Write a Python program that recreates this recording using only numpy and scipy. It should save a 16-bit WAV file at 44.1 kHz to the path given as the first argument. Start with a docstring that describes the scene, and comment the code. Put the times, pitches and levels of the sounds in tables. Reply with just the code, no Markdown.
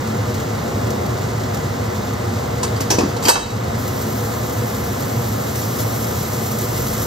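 """Kitchen under a range hood

Turbulent air roars in the resonances of a hood and duct, over the bursting bubbles of a simmering stew.
A few steps away utensils knock on the counter, and a spoon drops into a metal bowl, exciting the modes
of both; then a tap hisses with the impacts of countless drops. A close pair of microphone ports picks
up the small kitchen, and a limiter ducks the loudest clatter."""
import sys
import numpy as np
from scipy import signal
from scipy.fft import rfft, irfft, next_fast_len
from scipy.io import wavfile
from scipy.ndimage import uniform_filter1d

SR = 44100
rng = np.random.default_rng(int(sys.argv[2]) if len(sys.argv) > 2 else 0)


def generate_wav(sig):
    """Save sig (samples, or channels by samples) to the path in sys.argv[1] as 16-bit PCM at SR."""
    pcm = np.round(np.clip(np.atleast_2d(sig).T, -1, 1) * 32767).astype(np.int16)
    wavfile.write(sys.argv[1], SR, pcm)


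N = 311346
BLOW_SAMPLES = 2 ** 15

# Spectrum of air rushing through the hood: frequency_hz, density_db
AIR_SPECTRUM = [(15, -69), (32, -39), (45, -28), (70, -7.5), (110, -4), (170, -6), (300, -13.5), (480, -13),
                (720, -13), (1050, -17), (1900, -24.5), (2700, -31.5), (6000, -33.5), (16000, -47)]
# Resonances of hood and duct: centre_hz, width_hz, lift_db
DUCT_RESONANCES = [(88.5, 19, 1), (111.6, 27.5, 6.5), (174, 29, -2.5), (208.6, 18, 2.5), (219.4, 12, 5),
                   (268.6, 63, 4), (312, 29, -2.5), (363, 35, 5), (482, 44, 6), (587, 22, -1.5),
                   (611.6, 20, 7), (708, 30, 4.5), (815, 18, 5), (986, 16, -2), (1136, 25, -5),
                   (1250, 270, 1.5), (2044, 170, 3)]
# Faint tones of the motor: pitch_hz, level_db
MOTOR_TONES = [(110, -37), (1702, -50)]
# Rises of the deep rumble: centre_s, half_width_s, level_db
RUMBLE_SWELLS = [(2.93, 0.061, -34), (3.4, 0.1, -36), (7.0, .35, -38)]
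# Spectrum of bubbling in the pan: frequency_hz, density_db
SIMMER_SPECTRUM = [(500, -22), (2000, -4), (3500, -5), (7000, -1.5), (10000, -7), (13000, -7),
                   (16000, -15.5)]
# Larger bubbles bursting, and after the tap opens, drips landing: start_s, level_db
SMALL_POPS = [(.072, -31), (.677, -31.5), (.905, -25.5), (1.062, -30.5), (1.545, -27), (1.572, -31.5),
              (5.023, -28), (5.556, -25), (6.043, -25.5), (6.777, -27)]
# Utensils knocking as they are moved: start_s, clack_db, clack_hz, shine_db, thud_db, thud_hz, ring_db
UTENSIL_KNOCKS = [(2.629, -19.5, 8450, 5, -24, 700, -23), (2.804, -21.5, 12000, 5.5, -24, 400, -26),
                  (2.902, -11.5, 5800, 5, -19, 250, -18.5), (2.910, -21, 5800, 2, -33, 1300, -25),
                  (2.918, -28, 1800, 0, -16.5, 300, -33), (2.940, -26, 5800, -2, -33, 300, -27),
                  (2.983, -19, 2520, -5, -10, 260, -32), (3.005, -32, 5000, -6, -19.5, 690, -35),
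                  (3.032, -33, 4500, -4, -15, 170, -43), (3.163, -31, 4000, 0, -27, 450, -34),
                  (3.501, -31, 7500, 0, -36, 250, -39)]
# Spectrum of a hard impact: frequency_hz, density_db
CLACK_SPECTRUM = [(100, -22.5), (900, 10.5), (1300, -11), (1650, 2), (2100, -4), (2500, -0.5), (3500, -4.5),
                  (4700, -0.5), (5800, 1), (7200, -0.5), (8600, -3.5), (10500, -13), (12600, -11.5),
                  (13500, -14), (16000, -26)]
# Modes of the cutlery: pitch_hz, level_db, t60_s
CUTLERY_MODES = [(1680, -3, .35), (2660, -9, .33), (3060, -10, .33), (3870, -6, .22), (4690, 1.5, .2),
                 (5330, 0, .17), (6040, 2, .14), (6270, -2, .16), (6930, 1, .18), (8200, 0, .16),
                 (8430, -1, .15), (9436, -1, .14), (9900, -2, .12), (12000, -6, .1)]
# Resonances of the counter: centre_hz, width_hz, lift_db
COUNTER_RESONANCES = [(195, 64, -4), (297, 33, 5.5), (363, 18, 6.5), (478, 46, 7), (556, 53, -2),
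                      (796, 180, 3), (940, 110, 5.5), (1117, 88, 6)]
# The spoon touches the bowl, rattles into it and rebounds:
# start_s, clack_db, clack_hz, shine_db, thud_db, thud_hz, bowl_db, spoon_db, reach_hz
SPOON_BLOWS = [(2.759, -45, 4700, 0, -28, 600, -50, -39, 6000),
               (3.223, -25, 8000, 6, -33, 810, -50, -43, 15000),
               (3.234, -22, 12000, 3, -36, 600, -50, -43, 15000),
               (3.251, -16.5, 2450, 4, -20, 300, -38, -22, 14000),
               (3.270, -19, 11500, 4, -19.5, 800, -35, -34, 15000),
               (3.281, -8, 1610, 6, -14, 400, -30, -23, 15000),
               (3.289, -5, 4500, 6, -7, 750, -9.5, -17, 16000),
               (3.298, -11, 12000, 3, -12, 900, -28, -34, 16000),
               (3.354, -24, 3000, -5, -8, 740, -24, -21, 3380)]
# Modes of the metal bowl: pitch_hz, level_db, t60_s
BOWL_MODES = [(520, 3, .2), (646, -2, .3), (915, 7, .33), (1150, -2, .3), (1525, 5, .14), (1700, -1, .36),
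              (2130, -5, .15), (2508, -7, .15), (2652, -3, .42), (3035, -7, .52), (3872, -.5, .57),
              (4048, -7, .36), (4605, 5, .3), (5283, 1.5, .36), (6182, 5.5, .31), (6418, -4.5, .52),
              (6558, -3, .33), (7980, 11, .3), (8330, 1.5, .23), (8516, 2.5, .22), (9969, -1, .2),
              (10500, -2, .18), (11150, -3, .17), (11447, -1, .2), (12620, -2, .17), (13345, -7, .2),
              (14949, -7, .17)]
# Modes of the spoon: pitch_hz, level_db, t60_s
SPOON_MODES = [(2540, -5, .08), (3157, -1.5, .27), (4500, -1, .07), (4686, 5, .14), (5500, -7, .08),
               (5950, -5, .1), (6600, -4, .14), (7250, -5, .09), (8060, -5, .11), (8750, -4, .1),
               (9100, -4, .12), (11902, -7, .12), (13748, -10, .12)]
# Spray added by each turn of the tap: start_s, level_db
TAP_OPENINGS = [(3.77, -35.5), (5.52, -35)]
# Spectrum of the tap water: frequency_hz, density_db
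SPRAY_SPECTRUM = [(400, -27), (2000, -8.5), (3900, -7.5), (4900, -4.5), (5400, -2.5), (6500, -1),
                  (10000, -1.5), (12500, -0.5), (16000, -10)]
# The stream catching something in the sink: centre_s, half_width_s, level_db
SINK_SPLASHES = [(4.02, 0.035, -30), (4.27, 0.039, -33), (5.81, 0.023, -26.5), (5.95, .025, -31)]
# Likeness of the sound at the two ports: frequency_hz, coherence
PORT_COHERENCE = [(50, .995), (110, .985), (200, .95), (300, .86), (450, .72), (800, .42), (1250, .68),
                  (1950, .2), (2400, .53), (3000, .5), (3800, .95), (4500, .77), (8300, .8), (9100, .999),
                  (10700, .999), (11200, .7), (12900, .65), (13300, .99)]
# Phase by which the left port leads: frequency_hz, lead_rad
PORT_PHASE = [(110, 0), (250, .15), (340, .8), (460, .1), (520, .9), (620, 2.5), (900, 3.7), (1000, 5.7),
              (1350, 6.1), (1650, 4.3), (1950, 4.9), (2300, 3.5), (2900, 1.1), (3500, .05), (6500, -1.05),
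              (8000, -2.0), (9000, -3.13), (10850, -3.16), (11150, -3.9), (12900, -5.3), (13300, -6.28)]
# Level of the left port above the right: frequency_hz, balance_db
PORT_BALANCE = [(50, 0), (150, -1), (250, 0), (315, -1), (370, 3.5), (440, 3.5), (520, -1.5), (690, 4),
                (900, -2.5), (1050, 0), (1450, -2), (1850, 1), (2060, -5), (2400, -1), (6000, 0)]


def gain_of(db):
    """Amplitude ratio of a level in decibels."""
    return 10 ** (np.asarray(db) / 20)


def unit_rms(x):
    """Normalisation to an rms of 1."""
    return x / np.sqrt(np.mean(x ** 2) + 1e-20)


def curve_at(points, hz):
    """Interpolation of a table along a logarithmic frequency axis."""
    table_hz, value = np.transpose(points)
    return np.interp(np.log(hz + 1), np.log(abs(table_hz) + 1), value)


def lifts(resonances, hz):
    """Gain in dB of a set of resonances, each a Gaussian peak or dip."""
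    return sum(db * np.exp(-2 * ((hz - centre) / width) ** 2) for centre, width, db in resonances)


def hump(hz, centre_hz, slope_db):
    """Gain in dB of a broad resonance, slope_db down one octave from its centre."""
    return -slope_db * np.log2((hz + 1) / centre_hz) ** 2


def coloured(x, db_at):
    """Spectral shaping by a gain in dB at each frequency; rms 1."""
    size = x.shape[-1]
    padded = next_fast_len(size)
    response = gain_of(db_at(np.fft.rfftfreq(padded, 1 / SR)))
    return unit_rms(irfft(rfft(x, padded) * response, padded)[..., :size])


def drift(top_hz):
    """Slow fluctuation from sinusoids of random phase; rms 1."""
    t = np.arange(0, N + 256, 256) / SR
    rates_hz = np.geomspace(top_hz / 20, top_hz, 20)
    slow = sum(np.sin(2 * np.pi * (hz * t + rng.random())) / np.sqrt(hz) for hz in rates_hz)
    return np.interp(np.arange(N) / SR, t, unit_rms(slow))


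def swell(centre_s, half_width_s):
    """Gaussian envelope that rises to 1 and falls back."""
    return np.exp(-((np.arange(N) / SR - centre_s) / half_width_s) ** 2)


def decay(t, t60_s):
    """Exponential damping of 60 dB in t60_s."""
    return np.exp(-np.log(1000) * t / t60_s)


def add(mix, start_s, sound):
    """Superposition of a sound on the mix from start_s onward."""
    part = mix[:, round(start_s * SR):][:, :sound.shape[1]]
    part += sound[:, :part.shape[1]]


def burst(db_at, rise_s, t60_s, room_db, room_t60_s=0.55):
    """Reverberation of a blow: dense early reflections and the room's weaker tail add in power."""
    t = np.arange(BLOW_SAMPLES) / SR
    early = decay(np.maximum(t - rise_s, 0), t60_s)
    late = gain_of(room_db) * decay(t, room_t60_s)
    envelope = np.hypot(early, late) * np.minimum(t / rise_s, 1)
    return coloured(rng.standard_normal((2, BLOW_SAMPLES)), db_at) * envelope


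def crackle(spectrum, per_s, spread_db, room_db, room_t60_s):
    """Shot noise: random impulses of uneven size, each with a short wash of reflections."""
    sizes = gain_of(spread_db * np.minimum(rng.exponential(1, N), 5))
    occurs = rng.random(N) < per_s / SR
    clicks = sizes * occurs * rng.standard_normal((2, N))
    t = np.arange(SR // 4) / SR
    room = rng.standard_normal((2, len(t))) * decay(t, room_t60_s)
    wash = signal.oaconvolve(clicks, room, axes=1)[:, :N]
    return coloured(unit_rms(clicks) + gain_of(room_db) * unit_rms(wash), lambda hz: curve_at(spectrum, hz))


def hood(air_db=-21.5, surge_db=0.03, swell_db=2.5, pitch_waver=0.00312):
    """Broadband turbulence excites the duct resonances, over the wavering tones of the motor."""
    turbulence = rng.standard_normal((2, N))
    air = coloured(turbulence, lambda hz: curve_at(AIR_SPECTRUM, hz) + lifts(DUCT_RESONANCES, hz))
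    air *= gain_of(air_db - surge_db * drift(top_hz=6))
    middle = signal.sosfiltfilt(signal.butter(2, [200, 800], "bandpass", fs=SR, output="sos"), air)
    air += middle * (gain_of(swell_db * swell(0.88, 0.29)) - 1)  # the middle of the roar swells once
    for hz, db in MOTOR_TONES:
        cycles = np.cumsum(hz * (1 + pitch_waver * drift(top_hz=5))) / SR
        air[0] += gain_of(db) * 2 * np.sin(2 * np.pi * cycles)  # both ports share the tone
    return air


def rumble(centre_hz=54, slope_db=30, steady_db=-52):
    """Low-frequency band noise lies under the roar and rises now and then."""
    envelope = gain_of(steady_db) + sum(gain_of(db) * swell(s, width) for s, width, db in RUMBLE_SWELLS)
    return envelope * coloured(rng.standard_normal((2, N)), lambda hz: hump(hz, centre_hz, slope_db))


def pan(simmer_db=-37.5):
    """Bursting bubbles emit pressure pulses: small ones merge into a fizz, larger ones pop singly; once the tap
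    runs, drips pop singly too."""
    fizz = crackle(SIMMER_SPECTRUM, per_s=2200, spread_db=3.5, room_db=9.5, room_t60_s=0.14)
    out = gain_of(simmer_db) * fizz
    for start_s, db in SMALL_POPS:
        pop = burst(lambda hz: curve_at(SIMMER_SPECTRUM, hz), rise_s=0.0007, t60_s=0.045, room_db=-20)
        add(out, start_s, gain_of(db) * pop)
    return out


def clack(pitch_hz, shine_db, rise_s, t60_s, lift_db=9, lift_octaves=0.14, damp_hz=8500, shine_hz=9000):
    """Brief, hard contact radiates a broad spectrum; sharp edges add treble shine, which dies first."""
    def spectrum(hz):
        shine = shine_db * (1 - 1 / (1 + (hz / shine_hz) ** 8))
        peak = lift_db * np.exp(-(np.log2((hz + 1) / pitch_hz) / lift_octaves) ** 2)
        return curve_at(CLACK_SPECTRUM, hz) + shine + peak
    crack = burst(spectrum, rise_s, t60_s, room_db=-11.5)
    body = signal.sosfiltfilt(signal.butter(2, damp_hz, fs=SR, output="sos"), crack)
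    return body + (crack - body) * decay(np.arange(BLOW_SAMPLES) / SR, t60_s=0.58)


def ring(modes, reach_hz, rise_s, flutter_depth=0.55, twin_gain=0.35, mean_beat_hz=14):
    """Free vibration of metal: each damped mode beats with a close twin and flutters in the room."""
    t = np.arange(BLOW_SAMPLES) / SR
    coarse_t = np.linspace(0, t[-1], num=80)
    out = np.zeros((2, BLOW_SAMPLES), complex)
    for hz, db, t60_s in modes:
        real, imaginary = rng.standard_normal((2, 2, len(coarse_t)))
        flutter = flutter_depth * (real + 1j * imaginary) / np.sqrt(2)
        beat_hz = mean_beat_hz * (0.5 + rng.random((2, 1)))
        twin = twin_gain * np.exp(2j * np.pi * beat_hz * coarse_t)
        envelope = (1 + twin + flutter) * decay(coarse_t, t60_s)
        amplitude = gain_of(db) / np.hypot(1, (hz / reach_hz) ** 4)  # soft blows miss the high modes
        tone = amplitude * np.exp(2j * np.pi * (hz * t + rng.random()))
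        out += tone * np.array([np.interp(t, coarse_t, row) for row in envelope])
    power = (1 + twin_gain ** 2 + flutter_depth ** 2) * sum(gain_of(db) ** 2 for _, db, _ in modes) / 2
    return np.array([out[0].real, out[1].imag]) / np.sqrt(power) * np.minimum(t / rise_s, 1)


def thud(pitch_hz, t60_s, slope_db, rise_s=0.0036):
    """An impact excites the hollow resonances of the counter."""
    def spectrum(hz):
        return hump(hz, pitch_hz, slope_db) + lifts(COUNTER_RESONANCES, hz)
    return burst(spectrum, rise_s, t60_s, room_db=-12.5)


def utensils(reach_hz=14000, rise_s=0.0033, t60_s=0.145):
    """Impact excitation: each knock clacks and sets the cutlery and the counter vibrating."""
    out = np.zeros((2, N))
    for start_s, clack_db, clack_hz, shine_db, thud_db, thud_hz, ring_db in UTENSIL_KNOCKS:
        add(out, start_s, gain_of(clack_db) * clack(clack_hz, shine_db, rise_s, t60_s))
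        add(out, start_s, gain_of(ring_db) * ring(CUTLERY_MODES, reach_hz, rise_s))
        add(out, start_s, gain_of(thud_db) * thud(thud_hz, t60_s, slope_db=5.5))
    return out


def spoon_in_bowl(ring_boost_db=7, rise_s=0.0039, t60_s=0.12):
    """A collision excites both bodies: spoon and bowl ring in their own modes over a clack and thud."""
    out = np.zeros((2, N))
    for start_s, clack_db, clack_hz, shine_db, thud_db, thud_hz, bowl_db, spoon_db, reach_hz in SPOON_BLOWS:
        add(out, start_s, gain_of(clack_db) * clack(clack_hz, shine_db, rise_s, t60_s))
        add(out, start_s, gain_of(ring_boost_db + bowl_db) * ring(BOWL_MODES, reach_hz, rise_s))
        add(out, start_s, gain_of(ring_boost_db + spoon_db) * ring(SPOON_MODES, reach_hz, rise_s))
        add(out, start_s, gain_of(thud_db) * thud(thud_hz, t60_s, slope_db=5))
    return out


def tap(turn_s=0.027, growth_db_per_s=1.5, sputter_db=0.55):
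    """Incoherent drop impacts add in power: splashes, and a slowly growing spray from each turn."""
    t = np.arange(N) / SR
    power = sum((gain_of(db) * swell(s, width)) ** 2 for s, width, db in SINK_SPLASHES)
    for start_s, db in TAP_OPENINGS:
        opening = np.clip((t - start_s) / turn_s, 0, 1)
        power += (opening * gain_of(db + growth_db_per_s * (t - start_s))) ** 2
    spray = crackle(SPRAY_SPECTRUM, per_s=3200, spread_db=3.4, room_db=9, room_t60_s=0.15)
    sputter = gain_of(sputter_db * drift(top_hz=60))
    return np.sqrt(power) * sputter * spray


def ports(field):
    """Partial coherence: the field's shared and unshared rows combine into left and right."""
    size = next_fast_len(N + 4096)
    hz = np.fft.rfftfreq(size, 1 / SR)
    shared, apart = rfft(field, size)
    coherence = np.clip(curve_at(PORT_COHERENCE, hz), 0, 1)
    shared *= np.sqrt((1 + coherence) / 2)
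    apart *= np.sqrt((1 - coherence) / 2)
    lean = gain_of(curve_at(PORT_BALANCE, hz) / 2) * np.exp(1j * curve_at(PORT_PHASE, hz) / 2)
    return irfft(np.array([(shared + apart) * lean, (shared - apart) / lean]), size)[:, :N]


def scene():
    """Superposition of all the sources at the two ports."""
    return ports(hood() + rumble() + pan() + utensils() + spoon_in_bowl() + tap())


def record(dry, limit_db=-6, recover_db_per_s=22, cutoff_hz=15750):
    """Limiting: the gain falls on the loudest blow and recovers slowly; clipping and a low-pass follow."""
    power = uniform_filter1d((dry ** 2).mean(0), size=130)
    power_db = 10 * np.log10(abs(power) + 1e-12)
    recovery_db = np.arange(N) / SR * recover_db_per_s
    held_peak_db = np.maximum.accumulate(power_db + recovery_db) - recovery_db
    duck_db = uniform_filter1d(np.maximum(held_peak_db - limit_db, 0), size=100)
    limited = np.clip(dry / gain_of(duck_db), -1, 1)
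    low_pass = signal.firwin(511, cutoff_hz, window=("kaiser", 9), fs=SR)
    return signal.oaconvolve(limited, low_pass[None], "same")


dry = scene()
out = record(dry)
generate_wav(out)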